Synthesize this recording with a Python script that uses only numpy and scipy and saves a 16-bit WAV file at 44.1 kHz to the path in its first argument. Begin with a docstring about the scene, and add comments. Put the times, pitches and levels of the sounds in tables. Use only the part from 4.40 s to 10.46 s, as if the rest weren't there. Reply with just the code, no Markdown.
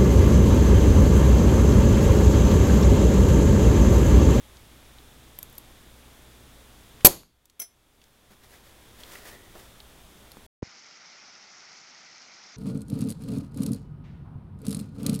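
"""In a workshop, a centre punch is set on a metal blank on an anvil and struck once; the hammer bounces.
Dying sines ring the steel, noise bursts make cracks, clicks and the room; shaped noise is air and cloth.
The blow overloads the microphone and its gain control ducks the workshop's hum and hiss.
The blank lifts with the punch, drops back ringing, and clothing rustles as the worker steps away."""
import sys
import numpy as np
from scipy import signal
from scipy.fft import rfft, irfft
from scipy.io import wavfile
from scipy.ndimage import uniform_filter1d

SR = 44100
rng = np.random.default_rng(int(sys.argv[2]) if len(sys.argv) > 2 else 0)


def bounce(signal):
    """Save signal as a 16-bit WAV file at the path given by the first command-line argument."""
    frames = np.transpose(np.atleast_2d(signal))
    limited = np.clip(frames, -1, 1)
    pcm = np.round(limited * 32767).astype(np.int16)
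    wavfile.write(sys.argv[1], SR, pcm)


N = 267466
T = np.arange(N) / SR


def amp(db):
    """Decibels to gain."""
    return 10 ** (np.asarray(db) / 20)


def evened(x):
    """Scales to rms 1."""
    return x / np.sqrt(np.mean(x ** 2) + 1e-20)


def read(points, hz):
    """Interpolates a spectrum table on a log-frequency axis."""
    table_hz, value = np.transpose(points)
    return np.interp(np.log(hz + 1), np.log(table_hz), value)


def add(mix, start_s, sound):
    """Mixes a sound in at start_s, cut at the end of the mix."""
    part = mix[round(start_s * SR):][:len(sound)]
    part += sound[:len(part)]


def noise(colour, size=N):
    """Gaussian noise of rms 1; colour gives dB for each frequency."""
    hz = np.fft.rfftfreq(size, 1 / SR)
    spectrum = rfft(rng.standard_normal(size)) * amp(colour(hz))
    return evened(irfft(spectrum, size))


def shaped(points, size=N):
    """Noise of rms 1 with a tabled spectrum."""
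    return noise(lambda hz: read(points, hz), size)


def band(centre_hz, octaves, size=N):
    """Noise of rms 1 in one rounded band."""
    def colour(hz):
        offset = np.log2((hz + 1) / centre_hz) / octaves
        return -10 * np.log10(1 + offset ** 4)
    return noise(colour, size)


def fade(t60_s):
    """One second of exponential decay."""
    return amp(-60 * T[:SR] / t60_s)


def choke(start_s, t60_s):
    """Gain over time: full until start_s, then damped."""
    return amp(-60 * np.maximum(T - start_s, 0) / t60_s)


def ring(modes):
    """Modes of a struck body: dying sines started together, alternating in sign."""
    total = np.zeros(SR)
    for k, (hz, db, t60_s) in enumerate(modes):
        sign = (-1) ** k
        total += sign * amp(db) * fade(t60_s) * np.sin(2 * np.pi * hz * T[:SR])
    return total


# Workshop decay. Each row: frequency in Hz, t60 in s.
ROOM_DECAY = [(100, .45), (500, .25), (2000, .28), (4500, 0.33), (8000, .25), (12000, 0.26), (16000, 0.19)]


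def reverberation(source, build_up_s=.006):
    """Room response: one second of noise dies away band by band, after a short build-up."""
    hz, t, z = signal.stft(source, SR, nperseg=256)
    decay = amp(-60 * t / read(ROOM_DECAY, hz)[:, None])
    tail = signal.istft(z * decay, SR, nperseg=256)[1][:SR]
    return tail * (1 - np.exp(-T[:SR] / build_up_s))


# Air noise spectrum. Each row: frequency in Hz, relative density in dB per Hz.
AIR_SPECTRUM = [(20, -2.5), (60, -4), (110, -8.5), (170, -11), (250, -11), (600, -15.5), (1200, -18.5),
                (2500, -21.5), (3500, -22), (4400, -25.5), (11000, -27), (15500, -30.5)]
# Hum partials. Each row: frequency in Hz, rms level in dB before the drop.
HUM_PARTIALS = [(59.3, -58), (119, -65), (240, -72)]
HUM_DROP_S, HUM_DROP_DB, HUM_DROP_TAKES_S = 2.9, -5.5, .3  # weaker once the hand has gone


def workshop(air_db=-52.5, hiss_db=-66.5, waver_rad=.6, waver_hz=3):
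    """Steady air noise, a narrow hiss, and a hum of sines with slowly drifting phase."""
    hum = np.zeros(N)
    for hz, db in HUM_PARTIALS:
        drift = noise(lambda f: -10 * np.log10(1 + (f / waver_hz) ** 4))
        hum += amp(db) * np.sqrt(2) * np.sin(2 * np.pi * hz * T + waver_rad * drift)
    dropped = np.clip((T - HUM_DROP_S) / HUM_DROP_TAKES_S, 0, 1)
    hum = hum * amp(HUM_DROP_DB * dropped)
    air = amp(air_db) * shaped(AIR_SPECTRUM)
    hiss = amp(hiss_db) * band(centre_hz=3470, octaves=0.11)
    return air + hiss + hum


# Tools and hands. Each row: start in s, level in dB, centre in Hz, width in octaves, t60 in s.
HANDLING_CLICKS = [(.170, -47, 4470, 0.48, .02), (.585, -46.5, 3760, 0.3, .025),
                   (2.607, -42.5, 2170, 0.7, 0.033), (2.833, -28.5, 500, 1.4, .012),
                   (3.056, -32.5, 10000, 1.8, .017), (3.0983, -38, 4200, 1.1, 0.029),
                   (3.616, -45, 3000, 0.6, .04), (3.640, -42.5, 4500, .9, .02),
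                   (3.905, -47, 249, 0.65, 0.16), (4.135, -53, 1700, .4, 0.16),
                   (4.635, -36, 3800, 0.21, .016), (4.755, -41, 1610, 0.36, 0.031),
                   (5.153, -41.5, 500, 0.7, .11), (5.403, -37.5, 3700, 0.25, 0.015),
                   (5.918, -44, 4300, 0.24, .02), (5.970, -43, 300, 0.88, 0.026)]


def handling():
    """Short clicks and knocks of tools and hands: decaying bands of noise."""
    out = np.zeros(N)
    for start_s, db, hz, octaves, t60_s in HANDLING_CLICKS:
        add(out, start_s, amp(db) * band(hz, octaves, SR) * fade(t60_s))
    return out


STROKE_FALL_RATIO = 1.45  # fall time over rise time


def swell(peak_s, db, rise_s):
    """Gain over time of one rubbing stroke: exponential rise to the peak, slower exponential fall."""
    distance_s = np.maximum(peak_s - T, (T - peak_s) / STROKE_FALL_RATIO)
    return amp(db) * np.exp(-distance_s / rise_s)


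# Cloth spectrum. Each row: frequency in Hz, relative density in dB per Hz.
CLOTH_SPECTRUM = [(60, -10), (200, 3), (400, 9), (900, 5), (1300, 5), (1900, 5.5), (2600, 2), (5000, 0.5),
                  (7000, -2), (16000, -3)]
# Strokes of cloth as the worker moves. Each row: peak in s, level in dB, rise in s.
CLOTH_STROKES = [(3.66, -58, .15), (3.92, -50.5, .02), (4.045, -50.5, 0.023), (4.135, -49.5, .04),
                 (4.27, -53.5, 0.053), (4.605, -47, .018), (4.73, -45, 0.064), (4.88, -42.5, .026),
                 (5.195, -50, 0.051)]
# Resonances of the hollow scrape. Each row: centre in Hz, width in octaves, relative level in dB.
SCRAPE_BANDS = [(480, .4, 0.5), (1890, 0.077, 0)]
SCRAPE_S, SCRAPE_DB, SCRAPE_RISE_S = 4.88, -55.5, .1


def clothing(grain_db=1.6, fold_db=1.04):
    """Cloth rubs in fine grains and slower folds, with a faint hollow scrape under the strongest stroke."""
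    grain = evened(uniform_filter1d(rng.standard_normal(N), size=200))
    fold = evened(uniform_filter1d(rng.standard_normal(N), size=1500))
    friction = evened(amp(grain_db * grain + fold_db * fold))
    stroke_power = sum(swell(*row) ** 2 for row in CLOTH_STROKES)
    cloth = shaped(CLOTH_SPECTRUM) * np.sqrt(stroke_power)
    hollow = sum(amp(db) * band(hz, octaves) for hz, octaves, db in SCRAPE_BANDS)
    scrape = hollow * swell(SCRAPE_S, SCRAPE_DB, SCRAPE_RISE_S)
    return friction * (cloth + scrape)


# Steel on steel, for ticks, clicks and cracks. Each row: frequency in Hz, relative density in dB per Hz.
CRACK_SPECTRUM = [(100, -0.5), (700, 0), (1500, -6.5), (2400, -3), (4500, -4.5), (5500, -6.5), (7000, 1),
                  (9000, -1), (12000, 3), (14000, -2.5), (16000, -1)]


def crack(t60_s):
    """Impact of steel on steel: a decaying burst of shaped noise."""
    return shaped(CRACK_SPECTRUM, SR) * fade(t60_s)


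# Punch tip touching the blank. Each row: start in s, level in dB.
TIP_TOUCHES = [(.9882, -28.5), (1.029, -27), (1.098, -49), (1.1275, -45.5), (1.1535, -48), (1.181, -31),
               (1.1833, -31.5), (5.918, -43.5)]
# Tip modes. Each row: frequency in Hz, relative level in dB, t60 in s.
TIP_MODES = [(4470, -19, 0.0096), (5070, -29, 0.0082), (7440, -26, 0.014), (8470, -11, .016),
             (11090, -18, 0.064), (12340, 1.5, 0.015), (12750, -15, .018), (15000, -22, 0.023)]


def placing(tick_db=-3, tick_t60_s=0.0082):
    """The punch tip ticks on the metal, its ring damped by the fingers."""
    out = np.zeros(N)
    for start_s, db in TIP_TOUCHES:
        tick = amp(tick_db) * crack(tick_t60_s)
        add(out, start_s, amp(db) * (ring(TIP_MODES) + tick))
    return out


# Blank landing on the anvil. Each row: start in s, ring level in dB, click level in dB.
BLANK_LANDINGS = [(3.1953, -44, -24), (3.199, -18.5, -18), (3.2183, -25, -21)]
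# Blank modes. Each row: frequency in Hz, relative level in dB, t60 in s.
BLANK_MODES = [(168, -21.5, .08), (427, -22, 0.14), (679, -25, 0.16), (1427, -21.5, 0.22),
               (2139, -16, 0.15), (3230, -17.5, 0.15), (5325, -9, 0.23), (6020, 1, 0.11), (7130, -17, .13),
               (7870, -5, 0.027), (9916, -12, .09), (10990, 0.5, .1), (11690, 6, 0.035), (11810, 4, .035),
               (14932, -7, .11), (15650, -9, .09)]
# Buzz spectrum. Each row: frequency in Hz, relative density in dB per Hz.
BUZZ_SPECTRUM = [(100, -13), (500, 0), (1500, -4), (2100, 2), (3000, -6), (6000, -1), (10000, 2),
                 (12500, -4), (15500, 1.5)]
BUZZ_RE_CLICK_DB, BUZZ_T60_S = -12, 0.19
FLAT_S, FLAT_T60_S = 3.239, .08  # the blank comes to lie flat and its buzz is damped


def blank(click_t60_s=0.015, contacts_per_s=900, contact_t60_s=.008):
    """The blank lands on one end, then the other, and buzzes in random contacts until it lies flat."""
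    out, buzz_gain = np.zeros(N), np.zeros(N)
    for start_s, ring_db, click_db in BLANK_LANDINGS:
        click = amp(click_db) * crack(click_t60_s)
        add(out, start_s, amp(ring_db) * ring(BLANK_MODES) + click)
        add(buzz_gain, start_s, amp(click_db + BUZZ_RE_CLICK_DB) * fade(BUZZ_T60_S))
    hits = 1. * (rng.random(N) < contacts_per_s / SR)
    contacts = signal.oaconvolve(hits, fade(contact_t60_s))[:N]
    buzz = evened(contacts * shaped(BUZZ_SPECTRUM))
    return out + buzz_gain * choke(FLAT_S, FLAT_T60_S) * buzz


# Hammer on punch. Each row: start in s, ring, crack and thump levels in dB. Row 1 is the main blow.
HAMMER_BLOWS = [(2.6466, -34, -24, -45), (2.648, 17, 14.5, -4.5), (2.6563, 2, 13, -11),
                (2.6681, 13.5, 13, -5)]
# Punch held in the fingers. Each row: frequency in Hz, relative level in dB, t60 in s.
PUNCH_MODES = [(4480, -22, 0.12), (6200, -19.5, .1), (7450, -20.5, .09), (8540, -12.5, 0.07),
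               (10410, -13, .047), (11350, -13.5, 0.065), (11675, -11, 0.045), (11870, -9, .056),
               (12435, 0, .07), (12590, -11, .06), (14240, -21.5, .07), (15460, -15, 0.088)]
# Anvil stand. Each row: frequency in Hz, relative level in dB, t60 in s.
STAND_MODES = [(151, -15.5, .22), (255.1, -9, .12), (339, -8, 0.16), (382, -3.5, 0.13), (417.3, -5.5, 0.11),
               (547, -0.5, 0.13), (595.3, 0, .08), (725.4, -3, .09), (870, -2, .07), (1027, -3, 0.06)]
# Workshop's answer to the blow. Each row: frequency in Hz, relative density in dB per Hz.
ECHO_SPECTRUM = [(60, 4), (130, 2), (350, 8.5), (900, 6), (1500, -3.5), (3600, -4.5), (4500, -2),
                 (5400, -6), (6700, -1.5), (8800, -1.5), (11000, 2), (12500, 2.5), (14000, -1), (16000, -1)]
# Steel around the anvil singing on. Each row: centre in Hz, width in octaves, level in dB, t60 in s.
AFTERRING_BANDS = [(4480, .05, -22, .35), (6700, 0.08, -14.5, 0.29), (12440, .012, -13, 0.25)]
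SETTLE_S = 2.672  # the hammer comes to rest on the punch


def hammer(crack_t60_s=.035, echo_db=0, push_db=25, push_s=.0011, settle_t60_s=0.015):
    """Each blow cracks, rings the punch and thumps the stand; the main one pushes air and fills the room."""
    steel, thud = np.zeros(N), np.zeros(N)
    for start_s, ring_db, crack_db, thump_db in HAMMER_BLOWS:
        struck = amp(ring_db) * ring(PUNCH_MODES) + amp(crack_db) * crack(crack_t60_s)
        add(steel, start_s, struck)
        add(thud, start_s, amp(thump_db) * ring(STAND_MODES))
    # the weight of the resting hammer chokes the punch
    steel = steel * choke(SETTLE_S, settle_t60_s)
    push = amp(push_db) * np.sin(np.pi * np.minimum(T[:SR] / push_s, 1)) ** 2
    tail = amp(echo_db) * reverberation(shaped(ECHO_SPECTRUM, SR))
    for hz, octaves, db, t60_s in AFTERRING_BANDS:
        tail = tail + amp(db) * band(hz, octaves, SR) * fade(t60_s)
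    add(steel, HAMMER_BLOWS[1][0], push + tail)
    return steel + thud


def scene(wet_db=-20):
    """The blow and the close sounds, the latter with a little room, over the workshop's background."""
    near = placing() + blank() + handling() + clothing()
    room = reverberation(rng.standard_normal(SR))
    wet = signal.oaconvolve(near, room / np.linalg.norm(room))[:N]
    return (hammer() + near + amp(wet_db) * wet + workshop())[None]


def record(dry, threshold_db=-8, cut_db_per_db=2, deepest_db=20, recovery_db_per_s=11, attack_s=.015,
           ceiling=.85, edge_hz=15900):
    """Gain control reacts too late for the blow, which clips softly, then recovers slowly; low-pass."""
    power = signal.lfilter(np.ones(64) / 64, 1, dry[0] ** 2)
    power_db = 10 * np.log10(power + 1e-12)
    wanted_cut_db = np.clip(power_db - threshold_db, 0, None) * cut_db_per_db
    # a running maximum on a rising ramp lets the cut fall at a constant rate
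    ramp_db = recovery_db_per_s * T
    held_cut_db = np.maximum.accumulate(np.minimum(wanted_cut_db, deepest_db) + ramp_db) - ramp_db
    lag = np.exp(-1 / (attack_s * SR))
    cut_db = signal.lfilter([1 - lag], [1, -lag], held_cut_db)
    ducked = dry / amp(cut_db)
    clipped = ceiling * np.tanh(ducked / ceiling)
    low_pass = signal.firwin(511, edge_hz, window=("kaiser", 9), fs=SR)
    return signal.oaconvolve(clipped, low_pass[None], "same")


dry = scene()
out = record(dry)
bounce(out)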